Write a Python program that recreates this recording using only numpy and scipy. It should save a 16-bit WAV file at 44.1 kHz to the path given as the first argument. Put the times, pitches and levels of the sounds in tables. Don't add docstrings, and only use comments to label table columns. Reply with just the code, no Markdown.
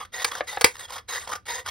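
import sys
import numpy as np
from scipy import signal
from scipy.fft import rfft, irfft, next_fast_len
from scipy.io import wavfile
from scipy.ndimage import uniform_filter1d

SR = 44100
rng = np.random.default_rng(int(sys.argv[2]) if len(sys.argv) > 2 else 0)


def elevation(decibels):
    levels = np.asarray(decibels, float)
    return 10 ** (levels / 20)


def generate_wav(sig):
    pcm = np.round(np.clip(np.atleast_2d(sig).T, -1, 1) * 32767).astype(np.int16)
    wavfile.write(sys.argv[1], SR, pcm)


N = 74970
T = np.arange(N) / SR

# (frequency [Hz], level [dB])
SCRAPE_COLOUR = [(150, -55), (350, -5.5), (1500, -0.5), (2700, -8), (4000, -5), (7500, -14), (9000, -12),
                 (16000, -17)]


def unit(x):
    return x / np.sqrt(np.mean(x ** 2))


def read(table, hz):
    table = np.array(table)
    return np.interp(np.log(hz + 1), np.log(table[:, 0] + 1), table[:, 1])


def colour(x, table):
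    cepstrum = irfft(np.log(elevation(read(table, np.linspace(0, SR / 2, 1025)))))
    cepstrum[1:1024] *= 2
    cepstrum[1025:] = 0
    response = irfft(np.exp(rfft(cepstrum)))
    return signal.fftconvolve(x, response)[:len(x)]


def ring(x, hz, width):
    return signal.lfilter(*signal.iirpeak(hz, hz / width, SR), x)


def walk(rate):
    hold = int(SR / rate)
    steps = np.repeat(rng.standard_normal(N // hold + 1), hold)
    return unit(uniform_filter1d(steps, hold)[:N])


def grit(spread_db):
    return unit(rng.standard_normal(N) * elevation(spread_db * rng.exponential(size=N)))


def shape(t, attack, hold, t60):
    rise = np.clip(t / attack, 0, 1) ** 2
    return rise * elevation(-60 * np.clip(t - attack - hold, 0, 9) / t60)


def slides():
    # (time [s], level [dB])
    pressure = [
        [(0.12, -59), (0.128, -48), (0.138, -36.5), (0.174, -35), (0.22, -31.5), (0.238, -38)],
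        [(0.262, -49), (0.27, -36), (0.286, -37), (0.305, -51)],
        [(0.435, -52), (0.459, -60.5), (0.477, -34.5), (0.517, -36), (0.525, -38.5), (0.563, -38),
         (0.568, -33.5)],
        [(0.582, -37), (0.588, -47), (0.604, -44), (0.606, -46.5)],
        [(0.662, -35), (0.736, -53.5), (0.75, -42)],
        [(0.778, -46), (0.79, -44.5), (0.796, -39.5), (0.854, -39), (0.872, -64.5), (0.878, -66)],
        [(1.074, -72), (1.086, -34.5), (1.092, -34), (1.164, -31.5), (1.262, -46)],
        [(1.452, -67), (1.456, -53), (1.486, -32), (1.598, -37), (1.638, -65), (1.65, -60)],
    ]
    # (frequency [Hz], width [Hz], level [dB])
    open_modes = [(560, 83, -8), (1000, 89, -3), (1232, 37, -0.5), (1910, 75, 2), (1994, 110, -3),
                  (3643, 104, -1.5), (6580, 280, 4), (7700, 760, -3.5)]
    force = np.zeros(N)
    for rows in map(np.array, pressure):
        force = np.maximum(force, elevation(np.interp(T, rows[:, 0], rows[:, 1], -120, -120)))
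    force = uniform_filter1d(force, size=90) * elevation(-2.02 + 1.47 * walk(150))
    push = force * grit(2.3)
    rung = blades(push, open_modes, modes_db=-3.5, drift_db=3.6, sing_db=-5.5)
    direct = colour(push, SCRAPE_COLOUR) / np.std(colour(rng.standard_normal(N), SCRAPE_COLOUR))
    return rung + elevation(-3) * direct


def bites():
    # (time [s], level [dB], hold [s], brightness [dB])
    jerk_rows = [(.0, -18, 0.0087, -25), (0.017, -31, 0.0075, -23), (0.049, -23, 0.0038, -4.5),
                 (0.218, -25, 0.0058, 8.5), (0.279, -27.5, .002, 3), (0.285, -30, 0.0022, -13),
                 (.315, -18.5, .004, -0.5), (0.331, -22, 0.0097, -7), (0.351, -16.5, 0.003, -1.5),
                 (0.368, -32, 0.0081, 4), (0.381, -25, 0.003, 4.5), (0.524, -22, 0.0028, -9),
                 (0.64, -31, 0.0031, 1), (0.7533, -26, 0.0012, 5), (0.766, -32.5, 0.0017, 8),
                 (0.895, -37, .004, 4), (0.904, -26, 0.0034, 4.5), (0.921, -28.5, 0.016, 5.5),
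                 (0.941, -29, 0.0103, 4), (.957, -18, 0.01, -4), (0.979, -26.5, 0.0062, 4),
                 (1.274, -19, 0.0035, -6), (1.29, -24.5, 0.016, 0.5), (1.313, -16, 0.0079, -5.5),
                 (1.327, -13, 0.0072, -7), (1.352, -17.5, 0.0065, -3.5), (0.792, -27.5, .003, 4),
                 (1.142, -28, .001, 0), (1.174, -29, .002, 1), (1.236, -31.5, 0.0045, -9),
                 (0.201, -32, 0.0033, 3), (1.16, -22, .002, 0), (1.455, -29.5, 0.00082, 0),
                 (1.466, -27, 0.00091, 2), (1.574, -27.5, .001, 0), (1.587, -25.5, 0.003, -5),
                 (1.591, -25.5, 0.0064, -3), (1.661, -23.5, 0.006, 3), (1.676, -19.5, 0.014, -1)]
    # (start [s], length [s], level [dB])
    drag_rows = [
        (0, 0.03, -42.5),
        (0.31, 0.093, -44),
        (0.884, 0.11, -48),
        (1.272, 0.091, -47.5),
        (1.659, .05, -42.5),
    ]
    # (frequency [Hz], width [Hz], level [dB])
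    shut_modes = [(520, 83, -13.5), (821, 130, -13.5), (996, 99, -4.5), (1200, 140, 1), (1290, 120, -12),
                  (1910, 79, -7), (3115, 80, -10.5), (3420, 90, -6.5), (4970, 190, -24), (6360, 540, -15.5)]
    # (frequency [Hz], level [dB])
    tear_colour = [(150, -60.5), (350, -10), (1200, 2.5), (2600, -6.5), (3500, -4.5), (7500, -9),
                   (9000, -13), (16000, -18)]
    edge_s, attack_s, jerk_t60_s = 0.02, 0.0018, 0.022
    drag = sum(elevation(db) * shape(T - start + edge_s, edge_s, length, 0.077) for start, length, db in drag_rows)
    jerks, tearing = np.zeros(N), elevation(-3.0) * drag
    for start, db, hold, bright_db in jerk_rows:
        jerk = elevation(db - 16.5) * shape(T - start + attack_s / 2, attack_s, hold, jerk_t60_s)
        jerks += jerk
        tearing = tearing + elevation(bright_db) * jerk
    push = grit(2.22) * elevation(1.3 * walk(250))
    rung = blades((drag + jerks) * push, shut_modes, modes_db=-3.5, drift_db=1.8, sing_db=-5)
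    return rung + unit(colour(push, tear_colour)) * tearing


def blades(push, modes, modes_db, drift_db, sing_db):
    def rung(x, drift):
        total = np.zeros(N)
        for hz, width, db in modes:
            level = elevation(db + drift * walk(25.35))
            bent_time = T + 0.0004 * walk(18)
            total += level * np.interp(bent_time, T, ring(x, hz, width))
        return total

    scale = np.std(rung(rng.standard_normal(N), 0))
    return elevation(modes_db) * rung(push, drift_db) / scale + elevation(sing_db) * sing(push)


def sing(x):
    # (start [s], length [s], from [Hz], to [Hz], level [dB])
    glides = [(0, 0.092, 1190, 1170, 2), (0, .06, 2200, 2030, -9.5), (0.12, 0.097, 1950, 1880, 4.5),
              (0.163, 0.08, 760, 768, -3), (0.186, .04, 3430, 3420, -1), (0.28, 0.027, 1950, 1890, 4),
              (0.308, 0.034, 1450, 1270, -2.5), (0.327, .065, 1260, 1125, 1),
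              (0.787, 0.072, 3580, 3270, -2), (.33, 0.082, 760, 760, -5), (.42, .03, 700, 680, -3),
              (.47, 0.11, 2080, 1920, 3), (.48, .08, 3900, 3420, -3.5), (.52, 0.038, 840, 840, 5),
              (0.892, 0.091, 1050, 1144, -6), (1.078, .05, 2250, 1970, -3),
              (1.085, 0.047, 3980, 3900, -1.5), (1.134, 0.04, 1720, 1690, 4.5),
              (1.157, 0.032, 1880, 1900, 1), (1.105, 0.15, 1200, 1180, -6.5),
              (1.146, 0.055, 3800, 3740, -9), (1.081, .14, 5100, 4740, -14.5),
              (1.277, 0.027, 1050, 1036, 5.5), (1.306, 0.036, 1190, 1200, -0.5), (1.35, .03, 1050, 1000, 2),
              (1.456, 0.076, 2200, 2020, 0.5), (1.478, 0.061, 1000, 936, 2), (1.537, 0.066, 1900, 1870, 4),
              (1.474, .14, 520, 520, -3.5), (1.476, .12, 4900, 4820, -3), (1.48, 0.082, 3900, 3650, -4.5),
              (1.575, 0.041, 780, 690, 0.5), (1.661, 0.046, 1250, 1130, 0), (1.67, .04, 2250, 2150, -3)]
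    edge_s = 0.008
    out = np.zeros(N)
    for start, length, hz0, hz1, db in glides:
        a, b = int(max(start - 2 * edge_s, 0) * SR), int((start + length + .05) * SR)
        t, width = T[a:b] - start, 25 + 0.018 * hz0
        turn = np.exp(2j * np.pi * np.cumsum(np.interp(t, [0, length], [hz0, hz1])) / SR)
        gate = np.clip(np.minimum(t, length - t) / edge_s + 1, 0, 1)
        narrow = signal.lfilter(*signal.butter(1, width / 2, fs=SR), gate * x[a:b] / turn)
        out[a:b] += elevation(db) * np.real(turn * narrow) * np.sqrt(SR / width / 2)
    return out


def clacks():
    # (time [s], peak level [dB], body [Hz], rise [s], hold [s])
    steel_hits = [
        (.2438, -12.5, 1820, 0.0013, 0.0062),
        (.6093, -11.5, 2680, 0.0017, 0.0009),
        (.6143, -13, 1790, 0.0015, .001),
        (.6418, 0, 1980, 0.0021, 0.0029),
    ]
    # (frequency [Hz], level [dB], t60 [s])
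    steel_modes = [(520, -12.5, 0.037), (830, -14, .04), (1194, -5.5, 0.06), (1656, -14, .04),
                   (1930, -17, 0.047), (2290, -8.5, 0.046), (3200, -11, 0.04), (3644, -8.5, 0.04),
                   (4430, -9.5, 0.068), (4850, -9, 0.05), (7700, -2, 0.011)]
    # (frequency [Hz], level [dB])
    crack_colour = [(250, -30.5), (450, -6), (1300, -1.5), (2300, -2), (3000, -7), (4300, -5), (8000, -5.5),
                    (16000, -17)]
    return hits(steel_hits, steel_modes, crack_colour, t60=0.021,
                body_db=-14.5, steel_db=-6.0, broad_db=0.51, thud_db=-35)


def knocks():
    # (time [s], peak level [dB], body [Hz], rise [s], hold [s])
    handle_hits = [
        (.4058, -11.5, 657, 0.0024, 0.00042),
        (.571, -14.5, 900, 0.0016, 0.0012),
    ]
    # (frequency [Hz], level [dB], t60 [s])
    handle_modes = [(360, -10.5, 0.03), (700, -3.5, 0.013), (800, 1, 0.019), (1200, 1, .02),
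                    (1690, 2, .018), (1950, -1.5, 0.012), (3500, -10.5, .03)]
    # (frequency [Hz], level [dB])
    knock_colour = [(200, -29), (380, -5.5), (800, -10.5), (2000, -6), (2700, -26.5), (3500, -15),
                    (5200, -29.5), (16000, -60)]
    sound = hits(handle_hits, handle_modes, knock_colour, t60=0.022,
                 body_db=-3.5, steel_db=-2, broad_db=-7.5, thud_db=-27.0)
    return signal.lfilter(*signal.butter(3, 4200, fs=SR), sound)


def hits(table, modes, broad, t60, body_db, steel_db, broad_db, thud_db):
    def steel(x):
        total = np.zeros(len(x))
        for hz, db, mode_t60 in modes:
            width = 2.2 / min(mode_t60, .05)
            total += elevation(db) * ring(x, hz, width) / np.sqrt(width)
        return total

    def crack(x):
        return colour(x, broad)

    def thud(x):
        return ring(ring(x, 85, 45), 80, 60)

    out = np.zeros(N)
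    for start, db, body_hz, rise, hold in table:
        def body(x):
            return ring(ring(x, body_hz, 0.34 * body_hz), body_hz, 0.34 * body_hz)

        push, at = grit(2.5)[:SR // 5], int(start * SR)
        envelope = elevation(db - 8) * shape(T[:len(push)], rise, hold, t60)
        for part, part_db in ((body, body_db), (steel, steel_db), (crack, broad_db), (thud, thud_db)):
            out[at:at + len(push)] += elevation(part_db) * part(envelope * push) / np.std(part(push))
    return out


def sheet(rub):
    response = rng.standard_normal(SR // 10) * shape(T[:SR // 10], 0.00092, 0, 0.023)
    response = signal.lfilter(*signal.butter(2, 2600, "high", fs=SR), response)
    return elevation(-4) * signal.fftconvolve(rub, response / np.sqrt(np.sum(response ** 2)))[:N]


def glints(sound):
    moments = [.125, .29, .585, .75, .785, .895, .925, 1.08, 1.262, 1.452, 1.58]
    length_s = 0.036
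    gate = sum(1. * (np.abs(T - start - length_s / 2) < length_s / 2) for start in moments)
    treble = signal.sosfilt(signal.butter(6, 6500, "high", fs=SR, output="sos"), sound)
    return elevation(-13) * uniform_filter1d(gate, size=400) * treble


def ports(sound):
    # (frequency [Hz], phase [rad])
    lead = [(0, 0), (350, 0), (860, -.75), (1250, -.2), (3100, .55), (5100, .1), (6900, np.pi),
            (7950, np.pi), (9300, 2 * np.pi), (11500, 6.6), (12600, 3 * np.pi), (14700, 3 * np.pi),
            (15800, 12.5)]
    # (frequency [Hz], level [dB])
    lean = [(350, 0), (750, 2), (1000, -3), (1600, 3), (2300, 2), (2700, -4.5), (4400, -3), (5000, 0)]
    size = next_fast_len(N + 4096)
    hz = np.linspace(0, SR / 2, size // 2 + 1)
    half = np.exp(.5j * np.interp(hz, *np.array(lead).T)) * elevation(read(lean, hz) / 2)
    return irfft(rfft(sound, size) * np.array([half, 1 / half]), size)[:, :N]


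def room(near):
    tail = rng.standard_normal((3, SR // 2)) * shape(T[:SR // 2], 0.0018, 0, 0.14)
    tail[1:] = signal.lfilter(*signal.butter(4, 2270, fs=SR), tail[1:])
    levels = elevation(np.array([[-13.5], [-17.5], [-17.5]]))
    tail = tail * levels / np.sqrt(np.sum(tail ** 2, axis=1, keepdims=True))
    return signal.fftconvolve(near[None], tail, axes=1)[:, :N]


def hum():
    # (frequency [Hz], level [dB])
    rumble_colour = [(22, -15.5), (60, -6.5), (95, -1.5), (125, -15), (320, -21.5), (1000, -39.5),
                     (5000, -40.5), (9000, -72)]
    mid, side = (colour(rng.standard_normal(2 * N), rumble_colour)[N:] * elevation(0.53 * walk(5.2))
                 for _ in range(2))
    side = elevation(-5.5) * signal.lfilter(*signal.butter(2, 130, "high", fs=SR), side)
    return elevation(-58) * (mid + side * np.array([[1], [-1]])) / np.std(mid)


def scene():
    rub = slides() + bites()
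    rub = signal.sosfilt(signal.ellip(8, .2, 60, 15600, fs=SR, output="sos"), rub)
    hit = clacks() + knocks()
    near = rub + hit + sheet(rub)
    echo, *dull_room = room(near)
    air = elevation(-70) * colour(rng.standard_normal(N), SCRAPE_COLOUR)
    centre = glints(near + echo) + elevation(-15.5) * hit
    return ports(near + echo + air) + np.array(dull_room) + hum() + centre


def low_pass(x):
    return signal.sosfilt(signal.butter(12, 16300, fs=SR, output="sos"), x)


def record(dry):
    mix = np.clip(dry, -1, 1)
    return low_pass(mix)


dry = scene()
out = record(dry)
generate_wav(out)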